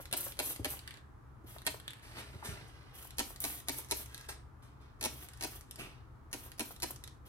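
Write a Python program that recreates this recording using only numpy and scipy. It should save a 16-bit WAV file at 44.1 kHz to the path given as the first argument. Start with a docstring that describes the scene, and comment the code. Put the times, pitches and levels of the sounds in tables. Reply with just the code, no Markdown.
"""Quick clicks and short hisses: a spray bottle squirts soapy water on a brass fitting, off to the left.
At each pull the coils of the trigger spring snap free, the nozzle hisses and the valve shuts with a gulp.
The trigger ticks back, and when it is let out all the way the pump sucks up more water.
A sleeve rustles and hands bump the workbench, over the low drone of a small workshop's ventilation."""
import sys
import numpy as np
from scipy import signal
from scipy.fft import rfft, irfft, next_fast_len
from scipy.io import wavfile
from scipy.ndimage import map_coordinates

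SR = 44100
rng = np.random.default_rng(int(sys.argv[2]) if len(sys.argv) > 2 else 0)


def store_wav(level_fs):
    """Save 16-bit WAV to argv[1]."""
    pcm = np.round(np.clip(np.atleast_2d(level_fs), -1, 1) * 32767)
    wavfile.write(sys.argv[1], SR, pcm.T.astype(np.int16))


N = 321224

# Levels in all tables are relative: each layer adds its own gain.
# pulls of the trigger: t/s, coils that slip, first gap/s, crack/dB, bottle shake/dB
PULLS = [(0.1272, 2, 0.0092, -19, -35.5), (0.391, 2, 0.0086, -20.5, -34.5), (0.646, 2, 0.0091, -22, -33),
         (1.666, 2, .0072, -21, -34.5), (3.184, 3, 0.0096, -24, -36.5), (3.4404, 2, 0.0091, -24, -35.5),
         (3.6847, 2, .009, -22, -37.5), (3.9113, 2, 0.0091, -20, -35.5), (5.011, 5, .016, -24.5, -34.5),
         (5.4097, 4, 0.015, -26.5, -36), (6.3297, 2, 0.009, -28.5, -40), (6.595, 2, .011, -23, -32),
         (6.8222, 3, 0.0079, -29, -39)]
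# squirts: start/s, valve shuts/s, mist/dB, gulp/dB, tick/dB
SQUIRTS = [(0.0, 0, -51, -46, -38), (0.156, 0.266, -43, -41.5, -38.5), (0.413, 0.506, -40.5, -47.5, -33.5),
           (0.672, 0.736, -45, -45.5, -37.5), (1.457, 1.563, -60, -47.5, -40.5),
           (1.683, 1.744, -55.5, -45, -38.5), (2.932, 3.051, -56, -52.5, -39),
           (3.211, 3.305, -53, -50.5, -39.5), (3.403, 3.546, -44, -63, -39.5),
           (3.71, 3.791, -47, -51.5, -41.5), (3.935, 4.004, -45, -53, -41.5),
           (5.057, 5.231, -56, -58.5, -39), (5.452, 5.554, -54.5, -57.5, -40),
           (6.344, 6.462, -56, -53, -39.5), (6.61, 6.707, -55.5, -50.5, -41.5),
           (6.85, 6.905, -56, -47, -41), (7.251, 7.284, -61.5, -57, -52.5)]
# the trigger let out all the way: first tick/s, last tick/s, ticks, tick/dB, ring/dB, ping/dB, suction/dB
RELEASES = [(0.8766, 0.9727, 4, -36, -38.5, -40, -59), (1.8797, 1.934, 3, -32, -39.5, -31.5, -58.5),
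            (4.1456, 4.211, 3, -32.5, -42, -49, -55.5), (5.335, 5.374, 2, -43.5, -51, -57, -61.5),
            (5.711, 5.7588, 2, -32.5, -47.5, -53, -67.5), (7.039, 7.0765, 2, -34, -43, -45, -70.5)]
# tone of a sharp click: f/Hz, level/dB
CLICK_TONE = [(200, 0), (1000, -7), (2400, -6), (3500, 2), (5500, 1.5), (7500, 1), (9000, 3.5),
              (11000, 2.5), (13500, -4.5), (16000, -34)]


def amp(db):
    """Turn decibels into a gain."""
    return 10 ** (np.asarray(db) / 20)


def unit(x):
    """Scale x to an average (rms) level of 1."""
    return x / np.sqrt(np.mean(x ** 2) + 1e-20)


def along(points, hz):
    """Read a table of (f/Hz, value) between its points, on a log frequency axis."""
    f, values = np.transpose(points)
    return np.interp(np.log(hz + 1), np.log(f + 1), values)


def filtered(x, response):
    """Change the strength and phase of each frequency in x by response(hz)."""
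    n = x.shape[-1]
    padded = next_fast_len(n + 8192)
    return irfft(rfft(x, padded) * response(np.fft.rfftfreq(padded, 1 / SR)), padded)[..., :n]


def coloured(x, tone, size=2048):
    """Give x a tone (f/Hz, level/dB) with a filter that keeps white noise at the same power."""
    cepstrum = irfft(np.log(amp(along(tone, np.fft.rfftfreq(size, 1 / SR)))))
    cepstrum[1:size // 2] *= 2  # folded forward, so nothing rings before its cause
    cepstrum[size // 2 + 1:] = 0
    kernel = irfft(np.exp(rfft(cepstrum)))
    return signal.fftconvolve(x, kernel / np.linalg.norm(kernel))[:len(x)]


def ringing(modes, hz):
    """How an object with these resonances (f/Hz, width/Hz, level/dB) answers each frequency."""
    return sum((-1) ** k * amp(db) * 1j * hz * width / (centre ** 2 - hz ** 2 + 1j * hz * width)
               for k, (centre, width, db) in enumerate(modes))


def wobble(rate):
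    """A smooth curve through rate random values a second."""
    return map_coordinates(rng.standard_normal(int(N * rate / SR) + 4), [np.arange(N) * rate / SR])


def swell(start, rise, hold, fall):
    """A loudness curve: it rises, stays full until hold seconds after the start, then dies away."""
    gain = np.zeros(N)
    first = min(max(round(start * SR), 0), N)
    age = np.arange(min(2 * SR, N - first)) / SR
    gain[first:first + len(age)] = np.minimum(age / rise, 1) * np.exp(-np.maximum(age - hold, 0) / fall)
    return gain


def bursts(times, levels_db, t60):
    """A burst of noise at each time, even across all pitches, fading about 60 dB in t60 seconds."""
    out, t = np.zeros(N + SR), np.arange(round(t60 * SR)) / SR
    fade = amp(-60 * t / t60)
    for at, db in zip(times, levels_db):
        spectrum = rfft(fade * rng.standard_normal(SR // 2)[:len(t)])
        burst = np.sqrt(fade) * irfft(spectrum / np.abs(spectrum), len(t))
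        burst *= np.linalg.norm(fade) / np.linalg.norm(burst)
        out[max(round(at * SR), 0):][:len(t)] += amp(db) * burst
    return out[:N]


def grainy(tone, grain_db, grain_rate):
    """Noise at level 1 that comes in tiny clumps."""
    return unit(coloured(rng.standard_normal(N) * amp(grain_db * wobble(grain_rate)), tone))


def spread(pair, likeness):
    """Mix two unrelated signals into left and right: likeness 0 stays unrelated, 1 is the same."""
    angle = lambda hz: np.arccos(np.clip(along(likeness, hz), -1, 1)) / 2
    mid, side = filtered(pair, lambda hz: np.array([np.cos(angle(hz)), np.sin(angle(hz))]))
    return np.array([mid + side, mid - side])


def background():
    """A low ventilation drone, a little to the left, and a thin wash of air."""
    # tones of the drone and the air: f/Hz, level/dB
    drone_tone = [(20, -67), (30, -19), (42, 2.5), (55, -8), (66, 5.5), (76, 1), (92, -7), (108, -1.5),
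                  (127, 2), (158, -14.5), (210, -15), (260, -15.5), (320, -13), (480, -27), (900, -54.5)]
    air_tone = [(150, -33), (300, -11), (420, -2), (560, -7.5), (800, -1.5), (1250, -0.5), (1600, -8.5),
                (2700, -22), (5000, -28.5), (8000, -31), (12000, -31), (16000, -42)]
    # how alike left and right are: f/Hz, likeness
    likeness = [(60, 0.96), (250, 0.55), (700, 0.103), (2000, 0.033), (12000, .1)]

    def wash(tone):
        noise = spread(rng.standard_normal((2, N)), likeness)
        return unit(filtered(noise, lambda hz: amp(along(tone, hz))))
    return amp([[-54], [-55.3]]) * wash(drone_tone) + amp(-64.5) * wash(air_tone)


def echoes(early_db, early_t60, late_db):
    """The room's answer to one click: the bench scatters it at once, the walls ring for longer."""
    # how long the walls echo: f/Hz, time to fade 60 dB/s
    fade_times = [(150, 0.5), (1000, 0.23), (4000, 0.28), (9000, 0.29), (16000, 0.078)]
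    # tone of that echo: f/Hz, level/dB
    wall_tone = [(150, -3.5), (1000, -1.5), (4000, 2.5), (9000, 1), (16000, -2)]
    # how alike the left and right echoes are: f/Hz, likeness
    likeness = [(100, 0.78), (300, 0.53), (700, 0), (1500, 0.41), (12000, 0)]
    hz, t, noise = signal.stft(rng.standard_normal((2, SR // 2)), SR, nperseg=256)
    fade = amp(-60 * t / along(fade_times, hz)[:, None])
    late = signal.istft(noise * fade * amp(along(wall_tone, hz))[:, None], SR, nperseg=256)[1]
    age = np.arange(late.shape[1]) / SR
    early = rng.standard_normal(late.shape) * amp(-60 * age / early_t60)
    walls = amp(late_db) * late / np.linalg.norm(late[0])
    bench = amp(early_db) * early / np.linalg.norm(early[0])
    return np.pad(spread(walls + bench, likeness), ((0, 0), (round(0.002 * SR), 0)))


def workshop(x, block=16384):
    """The echoes change as the hands move: each block of sound gets a new random pattern."""
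    out = np.zeros((2, N + 2 * SR))
    for start in range(0, N, block):
        pattern = echoes(early_db=-6, early_t60=0.026, late_db=-8)
        echoed = signal.fftconvolve(x[None, start:start + block], pattern, axes=1)
        out[:, start:start + echoed.shape[1]] += echoed
    return out[:, :N]


def from_the_left(x):
    """Sound reaches the left microphone first; the case around the pair shades each side a little."""
    # how far the left side is ahead: f/Hz, phase/rad
    lead = [(20, -0.5), (600, .5), (1900, 2), (3400, 4), (4700, 4), (5800, 4.5), (7500, 4), (9200, 4.5),
            (12600, 6.5), (15600, 9.5)]
    # how much louder the left side is: f/Hz, level/dB
    shade = [(200, -0.5), (700, 4.5), (1400, -2), (2500, -3), (4500, -2.5), (8500, 4.5), (14000, -1.5)]
    half = lambda hz: amp(along(shade, hz) / 2) * np.exp(0.5j * along(lead, hz))
    return filtered(x, lambda hz: np.array([half(hz), 1 / half(hz)]))


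def rubbing():
    """Sleeve and fingers rub; the fibres' hiss grows more steeply with speed than the cloth's rustle."""
    # rubs: start/s, rise/s, fall/s, cloth/dB, fibre/dB
    rubs = [(2.005, 0.029, 0.9, -59, -68.5), (2.138, 0.057, 0.035, -50, -59.5),
            (2.43, 0.023, 0.087, -49, -51.5), (2.673, 0.0062, 0.03, -90, -74),
            (4.283, 0.0062, 0.04, -48.5, -48.5), (4.619, 0.0089, 0.081, -65, -72),
            (4.8, 0.013, 0.082, -66, -82), (5.773, 0.022, 0.08, -51.5, -56.5)]
    # tones of the rustle and the hiss: f/Hz, level/dB
    cloth_tone = [(120, -37.5), (200, -7), (232, -8.5), (414, -3.5), (500, -15.5), (628, -7), (954, -11.5),
                  (1610, -8), (5000, -17), (6500, -25.5), (11000, -120)]
    fibre_tone = [(2060, -23), (3500, -11.5), (6400, -4), (7600, -7.5), (8210, 0.5), (11700, -8),
                  (14700, -9), (16000, -28)]
    moves = [(swell(at, rise, rise, fall), cloth_db, fibre_db)
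             for at, rise, fall, cloth_db, fibre_db in rubs]
    cloth_gain = sum(amp(db) * speed for speed, db, _ in moves)
    fibre_gain = sum(amp(db) * speed ** 1.9 for speed, _, db in moves)
    cloth = cloth_gain * grainy(cloth_tone, grain_db=2.5, grain_rate=250)
    fibre = fibre_gain * grainy(fibre_tone, grain_db=0.5, grain_rate=350)
    return amp(2) * cloth + amp(6) * fibre


def grips():
    """Fingers grip the fitting and the bottle with a short scuff."""
    # catches: t/s, level/dB
    catches = [(2.426, -43), (4.291, -45.5)]
    # tone of the scuff: f/Hz, level/dB
    scuff_tone = [(300, -31.5), (600, -12), (750, 11.5), (1150, 6), (1700, -5), (5000, -41)]
    return coloured(bursts(*np.transpose(catches), t60=0.099), scuff_tone)


def bench_bumps():
    """Hands and pipe bump the bench, which gives a deep thud and a higher knock."""
    # bumps: t/s, thud/dB, knock/dB
    bumps = [(0.594, -37.5, -42.5), (0.605, -39, -55), (1.441, -48, -53.5), (2.18, -53.5, -47),
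             (2.343, -43.5, -49), (2.487, -38.5, -62), (2.518, -41.5, -57.5), (2.61, -45, -67)]
    # tones of the bench: f/Hz, level/dB
    thud_tone = [(30, -27), (70, 8.5), (130, 4.5), (180, 2.5), (260, -21), (400, -36), (2000, -57)]
    knock_tone = [(100, -24), (250, -3), (400, -5), (700, -19.5), (3000, -42)]
    times, thud_db, knock_db = np.transpose(bumps)
    thud = coloured(bursts(times, thud_db, t60=0.11), thud_tone)
    knock = coloured(bursts(times, knock_db, t60=0.1), knock_tone)
    return thud + amp(1) * knock


def fingertip():
    """A fingertip wipes the fitting once: wet skin judders over the brass."""
    # tone of skin on wet brass: f/Hz, level/dB
    brass_tone = [(200, -5.5), (400, -2), (700, -23), (1800, -19), (2700, -0.5), (3400, -22), (8000, -29)]
    wipe = swell(start=5.785, rise=0.0067, hold=0.038, fall=0.051)
    return amp(-47.5) * wipe * grainy(brass_tone, grain_db=-2, grain_rate=440)


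def pump():
    """The valve shuts with a gulp; each full release sucks water up the tube, which rings faintly."""
    # tones of the valve, the sucking and the water standing in the tube: f/Hz, level/dB
    valve_tone = [(150, -30.5), (350, -2.5), (600, -4.5), (950, -3.5), (1400, -11.5), (2500, -23.5),
                  (8000, -50)]
    suction_tone = [(300, -12), (1200, -8), (1700, 0), (2200, -6), (3400, -6), (5000, -12), (10000, -14),
                    (16000, -22)]
    tube_tone = [(600, -45), (1450, -20), (1620, -3), (1690, 0), (1770, -3), (1980, -20), (5000, -50)]
    lead_s = 0.083  # water starts to move this long before the first tick
    _, shut, _, gulp_db, _ = np.transpose(SQUIRTS)
    gulps = coloured(bursts(shut, gulp_db, t60=0.019), valve_tone)
    refill = lambda fall: sum(amp(db) * swell(at - lead_s, rise=0.06, hold=0.19, fall=fall)
                              for at, *_, db in RELEASES)
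    suction = refill(fall=0.022) * grainy(suction_tone, grain_db=3, grain_rate=440)
    ring = refill(fall=0.13) * unit(coloured(rng.standard_normal(N), tube_tone))
    return amp(6.5) * gulps + amp(-4) * suction + amp(-13) * ring


def trigger():
    """The plastic lever ticks after each squirt; a full release gives a ping and a fading run of ticks."""
    # loose ticks as the finger shifts: t/s, level/dB
    loose_ticks = [(0.1134, -38), (0.37, -45), (1.5847, -41), (3.887, -44), (5.252, -48), (6.8014, -39.5)]
    # tone of the short ring after a tick: f/Hz, level/dB
    ring_tone = [(300, -20), (1200, -7), (1900, 1), (2500, -3), (3300, -1), (4200, -2), (6000, -7),
                 (16000, -24)]
    # resonances of the lever when it hits its stop: f/Hz, width/Hz, level/dB
    lever_modes = [(1790, 160, -1), (2080, 130, -9), (3470, 150, 3.5), (3850, 62, 1)]
    rest_s, tick_loss_db, ring_loss_db = 0.056, 5, 4  # wait after the valve shuts; losses per tick in a run
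    returns = [(shut + rest_s, db) for _, shut, _, _, db in SQUIRTS]
    singles = [(at, db, db - 9) for at, db in returns + loose_ticks]
    runs = [(at, db - k * tick_loss_db, ring_db - k * ring_loss_db)
            for first, last, count, db, ring_db, _, _ in RELEASES
            for k, at in enumerate(np.linspace(first, last, round(count)))]
    times, tick_db, ring_db = np.transpose(singles + runs)
    tick = coloured(bursts(times, tick_db + 0.5, t60=0.005), CLICK_TONE)
    ring = coloured(bursts(times, ring_db + 6, t60=0.0062), ring_tone)
    stops, *_, ping_db, _ = np.transpose(RELEASES)
    ping = filtered(bursts(stops, ping_db + 19.5, t60=0.0023), lambda hz: ringing(lever_modes, hz))
    return tick + ring + ping


def slip_db(gap):
    """A coil slips more softly after a longer gap: 7.5 dB less for each doubling."""
    usual_gap_s = 0.0088
    return -7.5 * np.log2(gap / usual_gap_s)


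def coils():
    """Coils slip ever faster, and the faster the harder. Gives t/s, crack/dB, bottle shake/dB."""
    slips = []
    for at, count, first_gap, crack_db, shake_db in PULLS:
        k = np.arange(round(count))
        gaps = first_gap * 0.78 ** k
        last = k == k[-1]  # the last coil cracks less and shakes the bottle more
        slips.append([at + np.cumsum(gaps) - gaps,
                      crack_db + slip_db(gaps) - 7 * last,
                      shake_db + slip_db(gaps) + 0.5 * last])
    return np.hstack(slips)


def bottle(x, lag):
    """The spring carries low notes late (by lag seconds at 1 kHz) into the ringing bottle."""
    # resonances of the pump and bottle: f/Hz, width/Hz, level/dB
    bottle_modes = [(239, 33, -2.5), (292, 28.6, 3.5), (380, 97, -3), (495, 48, -7), (619, 31, -4),
                    (779, 55, -3.5), (944, 90, 2), (991, 110, -1.5), (1325, 130, -14.5)]
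    delay = lambda hz: np.exp(-4j * np.pi * lag * np.sqrt(1000 * hz))
    return filtered(x, lambda hz: ringing(bottle_modes, hz) * delay(hz))


def spring():
    """The piston creaks; then each slipping coil cracks, buzzes, rings the housing and shakes the bottle."""
    # tone of the creak and the buzz: f/Hz, level/dB
    spring_tone = [(200, -20.5), (600, 2), (1200, -5), (2000, 0.5), (4000, -9), (6000, 0.5), (7500, -8),
                   (10000, -0.5), (13000, -12), (16000, -7.5)]
    # resonances of the plastic pump housing: f/Hz, width/Hz, level/dB
    housing_modes = [(1796, 130, -0.5), (2070, 130, -6.5), (2248, 190, 1), (2634, 220, 1.5),
                     (3100, 250, -2), (3320, 38, -15.5), (4120, 170, 2), (5480, 89, -0.5)]
    load_s = 0.017  # the piston creaks under load this long before the first coil slips
    load = sum(amp(db + slip_db(gap) - 30.5) * swell(at - load_s, rise=0.0025, hold=load_s, fall=0.0012)
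               for at, _, gap, db, _ in PULLS)
    creak = load * grainy(spring_tone, grain_db=6.5, grain_rate=550)
    times, crack_db, shake_db = coils()
    crack = coloured(bursts(times, crack_db + 0.5, t60=0.007), CLICK_TONE)
    force_db = (crack_db + shake_db) / 2
    buzz = coloured(bursts(times + 0.001137, force_db - 5, t60=0.041), spring_tone)
    housing = filtered(bursts(times, force_db + 12.5, t60=0.0062), lambda hz: ringing(housing_modes, hz))
    shake = bottle(bursts(times, shake_db + 23.5, t60=0.0087), lag=0.002746)
    return creak + crack + buzz + housing + shake


def jet():
    """Flow through the nozzle: it grows a little during each squirt and dies soon after the valve shuts."""
    growth_db, run_on_s = 0.5, 0.0068
    t, flow = np.arange(N) / SR, np.zeros(N)
    for start, shut, db, _, _ in SQUIRTS:
        strength = np.interp(t, [start, shut], amp([db - growth_db, db]))
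        flow += strength * swell(start, rise=0.015, hold=shut - start + run_on_s, fall=0.027)
    return flow


def air_pockets(flow, per_second=45, over_flow_db=5, scatter_db=4):
    """Tiny air pockets burst at random, as strongly as the jet runs."""
    at = rng.integers(N, size=round(per_second * N / SR))
    levels_db = 20 * np.log10(flow[at] + 1e-9) + over_flow_db + scatter_db * rng.standard_normal(len(at))
    return bursts(at / SR, levels_db, t60=0.0091)


def nozzle():
    """The jet tears into hissing mist, sputters, spits now and then and splashes on the fitting."""
    # air pockets spitting from the nozzle: t/s, level/dB
    spit_events = [(0.1695, -23.5), (0.175, -22.5), (0.208, -25), (0.433, -35), (0.703, -30), (3.047, -39),
                   (3.072, -39.5), (3.4033, -23.5), (6.722, -39.5), (6.908, -27.5)]
    # tones of the mist and the splash: f/Hz, level/dB
    mist_tone = [(1000, -23), (5000, -14), (7200, -8.5), (8300, -3.5), (10500, -0.5), (13000, 1),
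                 (15000, 2), (16200, -8)]
    splash_tone = [(100, -13.5), (300, 3.5), (800, 0), (1500, -1.5), (3200, 0.5), (4500, -7), (6200, -4.5),
                   (8000, -24), (14000, -18.5)]
    flow = jet() * amp(2.1 * wobble(70))
    mist = flow * grainy(mist_tone, grain_db=2, grain_rate=1200)
    splash = flow ** 0.53 * grainy(splash_tone, grain_db=4.5, grain_rate=820)  # grows less than the mist
    spits = coloured(bursts(*np.transpose(spit_events), t60=0.025), mist_tone)
    sputter = coloured(air_pockets(flow), mist_tone)
    return amp(0.6) * mist + amp(-29.5) * splash + amp(-6.5) * spits + sputter


def scene():
    """The sprayer and hands on the left, with the workshop's echoes and drone."""
    # change in the moving parts' tone while the bottle is held forward over the bench: f/Hz, level/dB
    forward_tone = [(300, -2.5), (420, -1.5), (600, 3), (850, -2.5), (1200, 1), (1700, 1.5), (3000, 1.5),
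                    (4100, 0), (6000, -7.5), (8000, -2), (12000, -2.5)]
    forward_until_s = 2.2
    forward = np.arange(N) < forward_until_s * SR
    parts = spring() + trigger() + pump()
    parts = parts * ~forward + filtered(parts * forward, lambda hz: amp(along(forward_tone, hz)))
    near = parts + nozzle() + rubbing() + grips() + bench_bumps() + fingertip()
    return amp(-1.34) * from_the_left(near) + workshop(near) + background()


def record(dry):
    """Cut away the very highest treble."""
    top_hz = 15900
    return filtered(dry, lambda hz: hz < top_hz)


dry = scene()
out = record(dry)
store_wav(out)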